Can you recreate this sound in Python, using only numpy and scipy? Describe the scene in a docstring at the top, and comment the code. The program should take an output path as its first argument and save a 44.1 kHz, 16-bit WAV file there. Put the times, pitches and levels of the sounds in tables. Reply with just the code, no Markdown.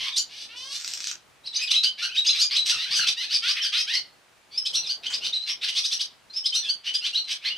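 """In a corner under a concrete ceiling, a barn swallow twitters on its nest, close to the microphone.
Gliding tones with partials and air make its chirps, chips, buzzes and rasps; noise bursts and
pulse trains make a dry rattle. Echoes and decaying noise tails throw the song back off the walls.
Soft low rubbing, two bands of noise shaped by strokes, comes and goes over a faint outdoor hush of noise."""
import sys
import numpy as np
from scipy import signal
from scipy.fft import rfft, irfft
from scipy.io import wavfile
from scipy.ndimage import map_coordinates

SR = 44100
rng = np.random.default_rng(int(sys.argv[2]) if len(sys.argv) > 2 else 0)


def dump_mix(stems):
    """Bounce the given channels to the path in sys.argv[1] as a 16-bit WAV at rate SR."""
    frames = np.atleast_2d(stems).T  # one column per channel
    limited = np.clip(frames, -1, 1)  # hard clip at full scale
    pcm = np.round(limited * 32767).astype(np.int16)
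    wavfile.write(sys.argv[1], SR, pcm)


N = 333837
HZ = np.fft.rfftfreq(N, 1 / SR)
CUTOFF_HZ = 15400
# time left on both sides of a note for it to swell and fade
MARGIN_S = .015
# the syrinx repeats near this rate in chirps and chips; roughness 1 lifts their side partials by this much
SYRINX_HZ, ROUGH_SIDE_DB = 1344, 12.5


def song():
    """All the notes the syrinx sings, each laid in at its moment."""
    margin = int(MARGIN_S * SR)
    out = np.zeros(N + SR)
    for start_s, sound in (*chirps(), *chips(), *buzzes(), *rasps(), *whine()):
        at = max(0, int(start_s * SR))
        out[at:at + len(sound)] += sound
    return out[margin:margin + N]


# upward sweeps: start_s, length_s, start_pitch_hz, top_pitch_hz, level_db (before the song gain),
# swell_db, beak_resonance_hz, roughness (0-1)
CHIRP_NOTES = [(.163, 0.023, 3750, 6950, -22.5, 0, 5460, 0.45),
               (1.441, 0.032, 3800, 5440, -43, 11, 3800, 0.14),
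               (1.53, 0.029, 3495, 6000, -35, 7, 3850, 0.3),
               (1.704, 0.017, 3190, 4120, -20, 10, 4500, 0.79),
               (1.734, .026, 2900, 4210, -25, -2, 3920, 0.43),
               (2.081, 0.053, 2400, 3210, -42.5, 9, 2760, 0.39),
               (2.146, .029, 2450, 3630, -31, 4, 3630, 0.75),
               (2.248, .027, 2570, 5990, -27, 5.5, 4300, 0.79),
               (2.392, 0.029, 3905, 5160, -22, 2, 4900, 0.56),
               (2.554, 0.019, 2943, 4460, -22.5, 9.5, 4320, 0.43),
               (3.049, 0.032, 2600, 2657, -34.5, 13, 3200, .4),
               (3.071, .027, 3234, 4470, -20.5, -3, 4330, 0.86),
               (3.291, 0.044, 3850, 5530, -30.5, 10, 3540, 0.74),
               (4.519, 0.052, 4490, 5080, -43, 4, 3600, 0.54), (4.653, 0.024, 3037, 4450, -29, 1, 5400, .2),
               (4.733, 0.028, 3003, 4545, -27.5, 11, 5540, 0.46),
               (5.034, 0.035, 3700, 4600, -37, 0, 3170, 1),
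               (5.058, 0.014, 2760, 3290, -30.5, 13, 4220, 0.26),
               (5.118, 0.023, 2890, 4060, -34.5, 1, 3800, 0.25),
               (5.213, 0.038, 2796, 3195, -35, 7.5, 3520, 0.67),
               (5.247, .028, 3600, 4610, -27.5, 1, 4200, 0.8),
               (5.617, 0.034, 3600, 4980, -29, 8.5, 3230, 1),
               (5.687, 0.021, 2900, 4230, -29, -14, 4300, .9),
               (5.741, 0.042, 2993, 4220, -29, 8, 4340, 0.77),
               (5.774, .023, 4020, 5650, -24, 1.5, 4260, .6), (5.84, .026, 3413, 5800, -24, 1, 5000, .45),
               (5.911, 0.029, 3200, 5950, -25.5, 7, 4800, 0.67),
               (5.994, 0.027, 2880, 5770, -26.5, 7.5, 4600, 0.51),
               (6.442, 0.032, 3000, 4490, -29.5, 7.5, 5400, .2),
               (6.525, 0.015, 3040, 3270, -28.5, -1, 4280, .12),
               (6.54, 0.025, 3593, 4270, -24, 7, 5550, 0.44),
               (6.936, 0.02, 2950, 3490, -29.5, 9.5, 4540, 0.82),
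               (7.014, 0.042, 2700, 3340, -35, 5, 3440, 0.55),
               (7.042, 0.033, 2970, 4404, -27.5, 8.5, 3800, 0.65),
               (7.131, .023, 2750, 3470, -32, 4.5, 4250, 0.49),
               (7.414, 0.052, 2200, 4396, -40, 15, 2860, 0.76),
               (7.553, .02, 2700, 3530, -45, 16, 3200, 0.42)]


def chirps(halfway=.25, octave_db=-25.5, smooth_side_db=-11):
    """Upward sweeps that steepen, a quarter of the rise done at half time; most grow louder."""
    for start_s, length_s, first_hz, top_hz, level_db, swell_db, beak_hz, rough in CHIRP_NOTES:
        middle_hz = first_hz + halfway * (top_hz - first_hz)
        multiple = period((first_hz + top_hz) / 2, rough)
        side_db = smooth_side_db + ROUGH_SIDE_DB * rough
        yield start_s, note(length_s, [first_hz, middle_hz, top_hz], multiple,
                            level_db - swell_db / 2, level_db + swell_db / 2, side_db, beak_hz,
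                            np.clip(rough, 0, 1), octave_db=octave_db)


# short held notes: start_s, length_s, start_pitch_hz, held_pitch_hz, level_db (before the song gain),
# roughness (0-1)
CHIP_NOTES = [(.126, 0.036, 3910, 3500, -35, 0.43), (0.18, 0.026, 4600, 4500, -29, 0.52),
              (0.178, 0.017, 6800, 7100, -29, 0.46), (1.473, 0.0078, 4450, 3900, -29.5, 0.13),
              (1.558, .019, 3670, 4870, -25, 0.23), (1.562, 0.016, 5880, 6290, -28.5, 0.061),
              (1.673, 0.026, 4490, 3000, -31.5, 0.63), (1.758, 0.032, 3800, 3950, -20.5, .28),
              (1.834, 0.025, 4200, 4600, -20, 0.86), (1.853, 0.028, 2880, 3100, -26, 0.28),
              (2.175, 0.026, 3670, 3850, -20.5, 0.11), (2.267, 0.014, 6420, 6500, -26, 0.059),
              (2.271, 0.021, 4870, 5030, -21.5, .16), (2.288, 0.024, 3505, 4100, -19.5, 0.48),
              (2.415, 0.035, 4640, 4850, -21.5, 0.44), (2.415, 0.021, 7160, 6500, -30, 0.083),
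              (2.579, 0.024, 4030, 3900, -23, 0.12), (2.607, 0.031, 4070, 3950, -29, 0.15),
              (3.335, .038, 4680, 4750, -23, 0.84), (3.602, 0.031, 3003, 3130, -31, 0.19),
              (3.961, .021, 4250, 4400, -25.5, 0.34), (4.577, 0.013, 5070, 5330, -21, 0.028),
              (4.659, 0.018, 4820, 5150, -27, 0.63), (4.755, 0.03, 5230, 5840, -28, 0.32),
              (4.766, 0.027, 4160, 4050, -30, 0.68), (4.83, 0.049, 4380, 3600, -36, 0.65),
              (4.867, 0.02, 5290, 5200, -33, 0.77), (4.892, .03, 4126, 4700, -26.5, 0.61),
              (5.136, 0.02, 4530, 5000, -26, 0.86), (5.33, 0.027, 3617, 4100, -25.5, 0.11),
              (5.351, 0.03, 4185, 3900, -28, 0.18), (5.414, 0.044, 3940, 4100, -35, 0.091),
              (6.301, 0.016, 4020, 4200, -44, .05), (6.334, 0.023, 4610, 5100, -40, 0.6),
              (6.363, 0.024, 5170, 5300, -26, 0.16), (6.458, 0.01, 4890, 5150, -20, 0.06),
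              (6.554, .033, 5180, 5940, -28, 0.51), (6.573, 0.032, 4110, 4270, -29.5, 0.19),
              (6.629, 0.066, 3540, 3300, -34.5, 0.65), (6.649, 0.05, 2500, 2720, -44, 0.46),
              (6.691, 0.024, 4320, 4700, -23, 0.34), (6.87, 0.025, 2800, 3030, -29.5, 0.54),
              (6.945, 0.021, 4834, 4900, -25, 0.12), (7.153, 0.024, 3760, 4050, -22.5, 0.15),
              (7.176, .018, 4450, 4240, -25.5, 0.23), (7.242, .022, 4170, 4050, -35, 0.059),
              (7.505, 0.022, 2740, 2950, -32, 0.19)]


def chips(fade_db=2.0, centre_hz=4070, smooth_side_db=-16, beak_follows=0.24):
    """Tones that slide to a pitch, hold it and fade; the beak resonance partly follows the pitch."""
    for start_s, length_s, first_hz, held_hz, level_db, rough in CHIP_NOTES:
        beak_hz = centre_hz * (held_hz / centre_hz) ** beak_follows
        side_db = smooth_side_db + ROUGH_SIDE_DB * rough
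        yield start_s, note(length_s, [first_hz, held_hz, held_hz], period(held_hz, rough),
                            level_db + fade_db / 2, level_db - fade_db / 2, side_db, beak_hz,
                            np.clip(rough, 0, 1))


# gliding stacks of partials: start_s, length_s, start_pitch_hz, end_pitch_hz,
# period_multiple (cycles per syrinx repeat), level_db (before the song gain), beak_resonance_hz,
# roughness (0-1), undertone_db (relative to level_db, before the second voice's trim)
BUZZ_NOTES = [(0, 0.095, 3083, 3430, 3, -31.5, 3300, 0.79, -19.5),
              (.49, 0.088, 2617, 3010, 6, -47, 2960, 0.31, -13.5),
              (0.563, 0.16, 2950, 3340, 6, -42, 4480, 0.2, -22),
              (1.617, 0.027, 5020, 5010, 2, -27.5, 4070, 0.6, -6),
              (2.022, 0.04, 4040, 4573, 3, -28, 3860, 0.67, -8.5),
              (2.332, 0.061, 3322, 3830, 3, -29.5, 3800, 1, -41),
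              (2.508, .049, 4176, 5160, 4, -27, 3150, 0.87, -36),
              (2.69, 0.028, 3440, 4096, 4, -21, 4430, 0.78, -31),
              (2.72, 0.052, 2837, 2574, 2, -33.5, 3870, .55, -8.5),
              (2.771, 0.078, 3600, 4105, 4, -31, 3460, 0.71, -20),
              (2.85, 0.077, 2870, 3814, 4, -37, 3400, 0.67, -10),
              (2.91, 0.045, 4390, 5140, 4, -26.5, 3650, 0.81, -28),
              (2.951, 0.043, 4690, 4516, 3, -23.5, 4630, 0.68, -28),
              (2.991, 0.061, 4527, 4035, 3, -26.5, 3170, 0.61, -7.5),
              (3.171, 0.047, 3665, 4157, 4, -31.5, 3460, 0.2, -10.5),
              (3.211, .043, 3320, 4540, 5, -32, 3630, 0.57, -27),
              (3.428, 0.059, 3100, 3790, 7, -28, 3260, 0.49, -12.5),
              (3.479, .043, 4270, 5340, 8, -24, 3970, 0.71, -26.5),
              (3.623, 0.05, 5540, 4364, 3, -26, 3650, 0.71, -13),
              (3.726, 0.055, 3160, 4410, 8, -25.5, 3220, 0.33, -18),
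              (3.774, 0.045, 4890, 5280, 8, -25, 3980, 0.46, -31),
              (3.875, .06, 2985, 4310, 4, -30.5, 3320, 0.39, -10.5),
              (3.936, 0.025, 4547, 5408, 5, -23.5, 3980, 0.58, -9),
              (5.492, .028, 5124, 5580, 5, -28.5, 3730, 0.81, -27),
              (7.308, 0.026, 2900, 3380, 4, -29, 4550, 0.57, -27),
              (7.453, .039, 4000, 4575, 4, -28.5, 3000, 0.71, -43)]


def buzzes(open_beak_db=7.0, smooth_side_db=0.5, rough_side_db=1.5, fade_db=0.8, undertone_hz=1496):
    """Straight glides rich in partials; a second voice doubles a low one, near undertone_hz."""
    for start_s, length_s, first_hz, last_hz, multiple, level_db, beak_hz, rough, under_db in BUZZ_NOTES:
        pitches = np.linspace(first_hz, last_hz, 3)
        multiple, rough = max(2, round(multiple)), np.clip(rough, 0, 1)
        # a resonance above the pitch strengthens the partials
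        open_db = open_beak_db * np.log2(beak_hz / pitches[1])
        side_db = smooth_side_db + rough_side_db * rough + open_db
        yield start_s, note(length_s, pitches, multiple, level_db + fade_db / 2, level_db - fade_db / 2,
                            side_db, beak_hz, rough)
        ratio = max(1, round(undertone_hz * multiple / pitches.mean())) / multiple
        yield start_s, second_voice(length_s, ratio * first_hz, ratio * last_hz, level_db + under_db, rough)


# harsh notes whose rough partials and air outweigh the leading tone: start_s, length_s,
# beak_resonance_hz, level_db (before the song gain), roughness (held to at most 1)
RASP_NOTES = [(0.3, 0.061, 3650, -45.5, 0.67), (0.357, 0.1, 4210, -41.5, 0.82),
              (0.709, 0.061, 4860, -35, 0.77), (0.77, 0.026, 5240, -46, 0.4),
              (0.857, 0.11, 4840, -42.5, 1.05), (1.019, 0.055, 4860, -39.5, .95),
              (1.073, 0.036, 4560, -37, 0.9), (1.581, 0.042, 3204, -37, 0.7),
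              (1.984, .042, 3092, -35, 0.62), (2.658, 0.033, 4450, -27, 1.17),
              (3.554, 0.0445, 2756, -31.5, 1.04), (5.468, 0.038, 3690, -31.5, 0.67),
              (5.652, 0.047, 3400, -33.5, 1.08), (6.849, 0.053, 3276, -35.5, 0.9),
              (7.28, 0.044, 3500, -33, 0.8)]


def rasps(pulse_hz=629, rise=.1, side_db=8):
    """Slow rough pulses, near pulse_hz, that rise a little and ring in the beak."""
    for start_s, length_s, beak_hz, level_db, rough in RASP_NOTES:
        pitches = beak_hz * (1 + rise * np.linspace(-1, 0, 3))
        yield start_s, note(length_s, pitches, round(beak_hz / pulse_hz), level_db, level_db,
                            side_db, beak_hz, np.clip(rough, 0, 1))


# low end of a soft whine: start_s, length_s, start_pitch_hz, end_pitch_hz
WHINE_GLIDE = (.54, .18, 487, 572)
# its harmonics from the fundamental up: level_db (before the second voice's trim and the song gain)
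WHINE_HARMONICS = [-66.5, -58.5]


def whine(rough=0.091):
    """The lowest harmonics of a soft rising whine, each a wavering glide."""
    start_s, length_s, first_hz, last_hz = WHINE_GLIDE
    for k, level_db in enumerate(WHINE_HARMONICS, 1):
        yield start_s, second_voice(length_s, k * first_hz, k * last_hz, level_db, rough)


def period(pitch_hz, rough, whistle_roughness_max=.215):
    """Cycles of the tone after which the syrinx repeats; smoother notes are plain whistles."""
    return 1 if rough < whistle_roughness_max else max(2, round(pitch_hz / SYRINX_HZ))


def note(length_s, pitches_hz, multiple, early_db, late_db, side_db, beak_hz, rough,
         jitter=0.028, jitter_hz=520, shimmer=0.26, release_s=0.011, attack_s=0.015, swell_s=0.048,
         octave_db=-34.5, trill_hz=170, trill_spread_db=2.04, trill_depth=0.056, throb=0.17):
    """A gliding tone; when the syrinx repeats only every few cycles, partials appear between its harmonics."""
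    size = int((length_s + 2 * MARGIN_S) * SR)
    t = np.arange(size) / SR - MARGIN_S
    along = np.clip(t / length_s, 0, 1)
    # a buzz on a long period holds its pitch more steadily than a short chirp
    unsteady = (rough + .25) * min(1, 4.5 / multiple)
    wobble = jitter * unsteady * flutter(size, jitter_hz) * min(1, rough * 6)
    pitch = np.interp(along, [0, .5, 1], pitches_hz) * (1 + wobble)
    # a very fast trill, its rate scattered from note to note, breaks the glide into strokes
    trill_rate = trill_hz * from_db(rng.normal(0, trill_spread_db))
    trill = np.sin(2 * np.pi * (trill_rate * t + rng.random()))
    base = pitch * (1 + trill_depth * rough * unsteady * trill) / multiple
    phase = 2 * np.pi * np.cumsum(base) / SR

    octave = from_db(octave_db) * np.sin(2 * multiple * phase)
    lead = np.sqrt(2) * (np.sin(multiple * phase) + octave)

    # side partials: harmonics of the repeat rate except the leading tone
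    k = np.arange(1, 29)[:, None]
    weights = beak(k * base, beak_hz) * (k != multiple) * (k * base < CUTOFF_HZ)
    partials = rms_one(np.sum(weights * np.sin(k * phase + rng.uniform(0, np.pi, k.shape)), axis=0))

    # turbulent air is let through once a period; a plain whistle has almost only air beside it
    air = rng.standard_normal(2 ** 14)[:size] * (1 + 0.3 * np.cos(phase))
    air = rms_one(irfft(rfft(air) * beak(np.fft.rfftfreq(size, 1 / SR), beak_hz), size))
    noisy = .8 * rough ** 1.7 if multiple > 1 else .99
    sides = np.sqrt(1 - noisy) * partials + np.sqrt(noisy) * air

    unevenness = np.exp(rough * (shimmer * flutter(size, 327) + throb * trill))
    voice = (lead + from_db(side_db) * sides) * unevenness
    # rough notes swell in more slowly than whistles
    edges = gate(t, length_s, min(attack_s + swell_s * rough, .7 * length_s), release_s)
    level = from_db(np.interp(along, [.2, .75], [early_db, late_db]))
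    return rms_one(voice) * edges * level


def second_voice(length_s, first_hz, last_hz, db, rough, jitter=0.067, shimmer=1.0, trim_db=-2.0):
    """The other side of the syrinx adds a low wavering glide."""
    size = int((length_s + 2 * MARGIN_S) * SR)
    t = np.arange(size) / SR - MARGIN_S
    wobble = jitter * rough * flutter(size, 408.4)
    pitch = np.interp(t, [0, length_s], [first_hz, last_hz]) * (1 + wobble)
    tone = np.sin(2 * np.pi * np.cumsum(pitch) / SR) * np.exp(shimmer * rough * flutter(size, 241))
    return from_db(db + trim_db) * rms_one(tone) * gate(t, length_s, 0.024, 0.014)


# throat colour of partials and air: frequency_hz, gain_db
THROAT_COLOUR = [(400, -44.5), (900, -9.5), (1400, -3), (2000, -1), (3000, -0.5), (4500, -0.5),
                 (6300, -3.5), (6800, -17), (8500, -6.5), (9200, -13), (11500, -9), (12500, -20),
                 (15000, -23)]


def beak(hz, centre_hz, octaves=0.57, skirt_db=-20.5):
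    """The throat's colour, with a broad resonance that follows the gape."""
    bump = np.exp(-.5 * (np.log2((hz + 1) / centre_hz) / octaves) ** 2)
    return gain_at(THROAT_COLOUR, hz) * (bump + from_db(skirt_db))


# dry clicks of the rattle: start_s, peak_db (before the rattle gain)
RATTLE_CLICKS = [(0.845, -20), (0.8768, -20.5), (0.9359, -18), (0.973, -24.5), (1.0037, -19), (1.042, -18),
                 (1.071, -16.5), (1.1133, -19.5), (2.6666, -23)]
# colour shared by clicks and crackle: frequency_hz, relative_gain_db
CLICK_COLOUR = [(150, -56), (500, -62), (1400, -11), (3000, -6.5), (5500, 1), (8400, -8.5), (9300, -38),
                (13000, -22), (15000, -36)]


def rattle(decay_s=.0016, gain_db=3.0):
    """Each click is a sharp broad noise burst, gone in a few milliseconds."""
    t = np.arange(2 ** 10) / SR
    colour = gain_at(CLICK_COLOUR, np.fft.rfftfreq(len(t), 1 / SR))
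    out = np.zeros(N)
    for start_s, peak_db in RATTLE_CLICKS:
        burst = rng.standard_normal(len(t)) * np.exp(-t / decay_s)
        # a short lead-in leaves room for the filter to ring before the onset
        burst = irfft(rfft(np.roll(burst, 2 ** 5)) * colour)
        at = int(start_s * SR)
        out[at:at + len(t)] += burst / np.abs(burst).max() * from_db(peak_db + gain_db)
    return out


def crackle(start_s=.725, length_s=0.303, per_s=260, level_db=-43.0, spread_db=5.5):
    """Between its loud clicks the rattle runs on as a quick train of small uneven pulses."""
    times_s = start_s + np.cumsum(rng.uniform(.5, 1.5, 256)) / per_s
    sizes = from_db(spread_db * rng.standard_normal(len(times_s)))
    pulses = np.zeros(N)
    pulses[(times_s * SR).astype(int)] = sizes * rng.choice([-1, 1], len(times_s))
    pulses *= gate(np.arange(N) / SR - start_s, length_s, 0.033, 0.014)
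    train = irfft(rfft(pulses) * gain_at(CLICK_COLOUR, HZ), N)
    # the level holds over the train, not over the whole scene
    return from_db(level_db) * rms_one(train) * np.sqrt(length_s * SR / N)


def straw(start_s=5.1, length_s=0.038, level_db=-41):
    """A dry stalk scratches briefly as the bird turns: a short gated noise."""
    # frequency_hz, relative_gain_db
    colour = [(200, -53), (800, -11), (1500, -5.0), (2500, -5), (4000, -4.0), (5700, -7),
              (7500, -5), (11000, -30)]
    scratch = stereo_noise(colour, 0.4)[0]
    return from_db(level_db) * scratch * gate(np.arange(N) / SR - start_s, length_s, 0.0036, 0.012)


# first echoes off the walls: delay_s, level_db (relative to the direct sound)
WALL_ECHOES = [(.0032, -35), (.0112, -36.5), (.0178, -22.5), (.0315, -40.5), (.0410, -10)]


def walls(x, near_db=0.0, near_t60_s=0.15, far_db=-12.0, far_t60_s=0.32, alike=0.64, channel_lag_s=.00005):
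    """Direct sound, a few distinct echoes, quick scatter in the corner and a longer, duller ring."""
    t = np.arange(SR // 2) / SR
    response = np.zeros((2, len(t)))
    response[:, 0] = 1
    for k, (delay_s, db) in enumerate(WALL_ECHOES):
        # echoes reach one channel slightly earlier, by turns left and right
        for channel, sign in enumerate((1, -1)):
            arrival_s = delay_s + sign * (-1) ** k * channel_lag_s
            response[channel, int(arrival_s * SR)] += from_db(db)
    # frequency_hz, relative_gain_db
    near_colour = [(100, -2.5), (5000, -4), (15000, -2.5)]
    far_colour = [(100, 6.5), (3500, 5.0), (5500, -3), (7000, -10.0), (15000, 0.5)]
    for db, t60_s, colour in ((near_db, near_t60_s, near_colour), (far_db, far_t60_s, far_colour)):
        decay = from_db(-60 * t / t60_s) * (1 - np.exp(-t / 0.005))
        tail = stereo_noise(colour, alike)[:, :len(t)] * decay
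        response += from_db(db) * rms_one(tail) / np.sqrt(len(t))
    return signal.fftconvolve(x[None], response, axes=1)[:, :N]


# strokes of rubbing: start_s, length_s, thud_db, scrape_db (both before the gains in rubbing)
RUB_STROKES = [(0, 0.045, -62.5, -61), (0.186, 1.7, -75.5, -67.5), (2.573, 0.11, -65, -61.5),
               (2.7, 0.091, -61.5, -61), (2.899, .23, -61.5, -60), (2.98, .03, -56, -50),
               (4.7, 0.61, -76, -60.5)]
# colours of the two bands: frequency_hz, relative_gain_db
THUD_COLOUR = [(15, -15), (50, -2), (80, -1), (125, 2.5), (190, -5), (400, -34)]
SCRAPE_COLOUR = [(30, -14.5), (110, -6.5), (220, -2.5), (400, -2), (700, -1.5), (1200, -5.5), (3000, -24.5)]


def rubbing(thud_gain_db=1.5, scrape_gain_db=3.5, rest_thud_db=-78.5, rest_scrape_db=-68.5,
            waver_db=2.0, edge_s=0.034):
    """Soft uneven friction: a dull thudding and a low scrape, swelling with each stroke, faint between."""
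    t = np.arange(N) / SR
    thud, scrape = from_db(rest_thud_db), from_db(rest_scrape_db)
    for start_s, length_s, thud_db, scrape_db in RUB_STROKES:
        stroke = gate(t - start_s, length_s, edge_s, edge_s)
        thud = np.maximum(thud, from_db(thud_db) * stroke)
        scrape = np.maximum(scrape, from_db(scrape_db) * stroke)
    low = from_db(thud_gain_db) * thud * stereo_noise(THUD_COLOUR, 0.11)
    mid = from_db(scrape_gain_db) * scrape * stereo_noise(SCRAPE_COLOUR, .35)
    return (low + mid) * from_db(waver_db * flutter(N, 18))


# colour of the outdoor hush: frequency_hz, relative_gain_db
HUSH_COLOUR = [(350, -77.5), (600, -12), (855, -8.5), (1380, -7), (2100, -7.5), (2400, -7), (8990, -19),
               (11000, -22), (12100, -33), (15500, -30)]


def hush(level_db=-61):
    """The faint outdoor hush: steady coloured noise, partly shared by the two channels."""
    return from_db(level_db) * stereo_noise(HUSH_COLOUR, .5)


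def from_db(db):
    """Decibels to amplitude."""
    return 10 ** (np.asarray(db) / 20)


def rms_one(x):
    """Scales a sound to an rms of 1."""
    return x / np.sqrt(np.mean(x ** 2) + 1e-20)


def gain_at(spectrum, hz):
    """Gain of a (frequency_hz, gain_db) spectrum, joined on a log axis."""
    points_hz, db = np.transpose(spectrum)
    return from_db(np.interp(np.log(hz + 1), np.log(points_hz), db))


def flutter(size, rate_hz):
    """Smooth chance that changes rate_hz times a second; spread about 1."""
    points = rng.standard_normal(1024)
    return map_coordinates(points, [np.arange(size) * rate_hz / SR], order=2, mode="wrap")


def stereo_noise(spectrum, alike):
    """Coloured noise, partly shared by the two channels; its common part has rms 1."""
    mid, side = irfft(rfft(rng.standard_normal((2, N))) * gain_at(spectrum, HZ), N)
    alike = np.clip(alike, 0, 1)
    width = np.sqrt((1 - alike) / (1 + alike))
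    return rms_one(mid) + width * rms_one(side) * np.array([[1], [-1]])


def gate(t, length_s, attack_s, release_s):
    """Smooth opening around time 0 and closing around the length."""
    ramp = np.minimum(t / attack_s, (length_s - t) / release_s) + .5
    return np.sin(np.pi / 2 * np.clip(ramp, 0, 1)) ** 2


def scene(song_gain_db=1.0):
    """The bird in its corner, the rubbing and the hush."""
    bird = walls(from_db(song_gain_db) * song() + rattle() + crackle() + straw())
    return bird + rubbing() + hush()


def record(dry):
    """A steep elliptic low-pass cuts the top."""
    return signal.sosfilt(signal.ellip(10, .2, 80, CUTOFF_HZ, fs=SR, output="sos"), dry)


dry = scene()
out = record(dry)
dump_mix(out)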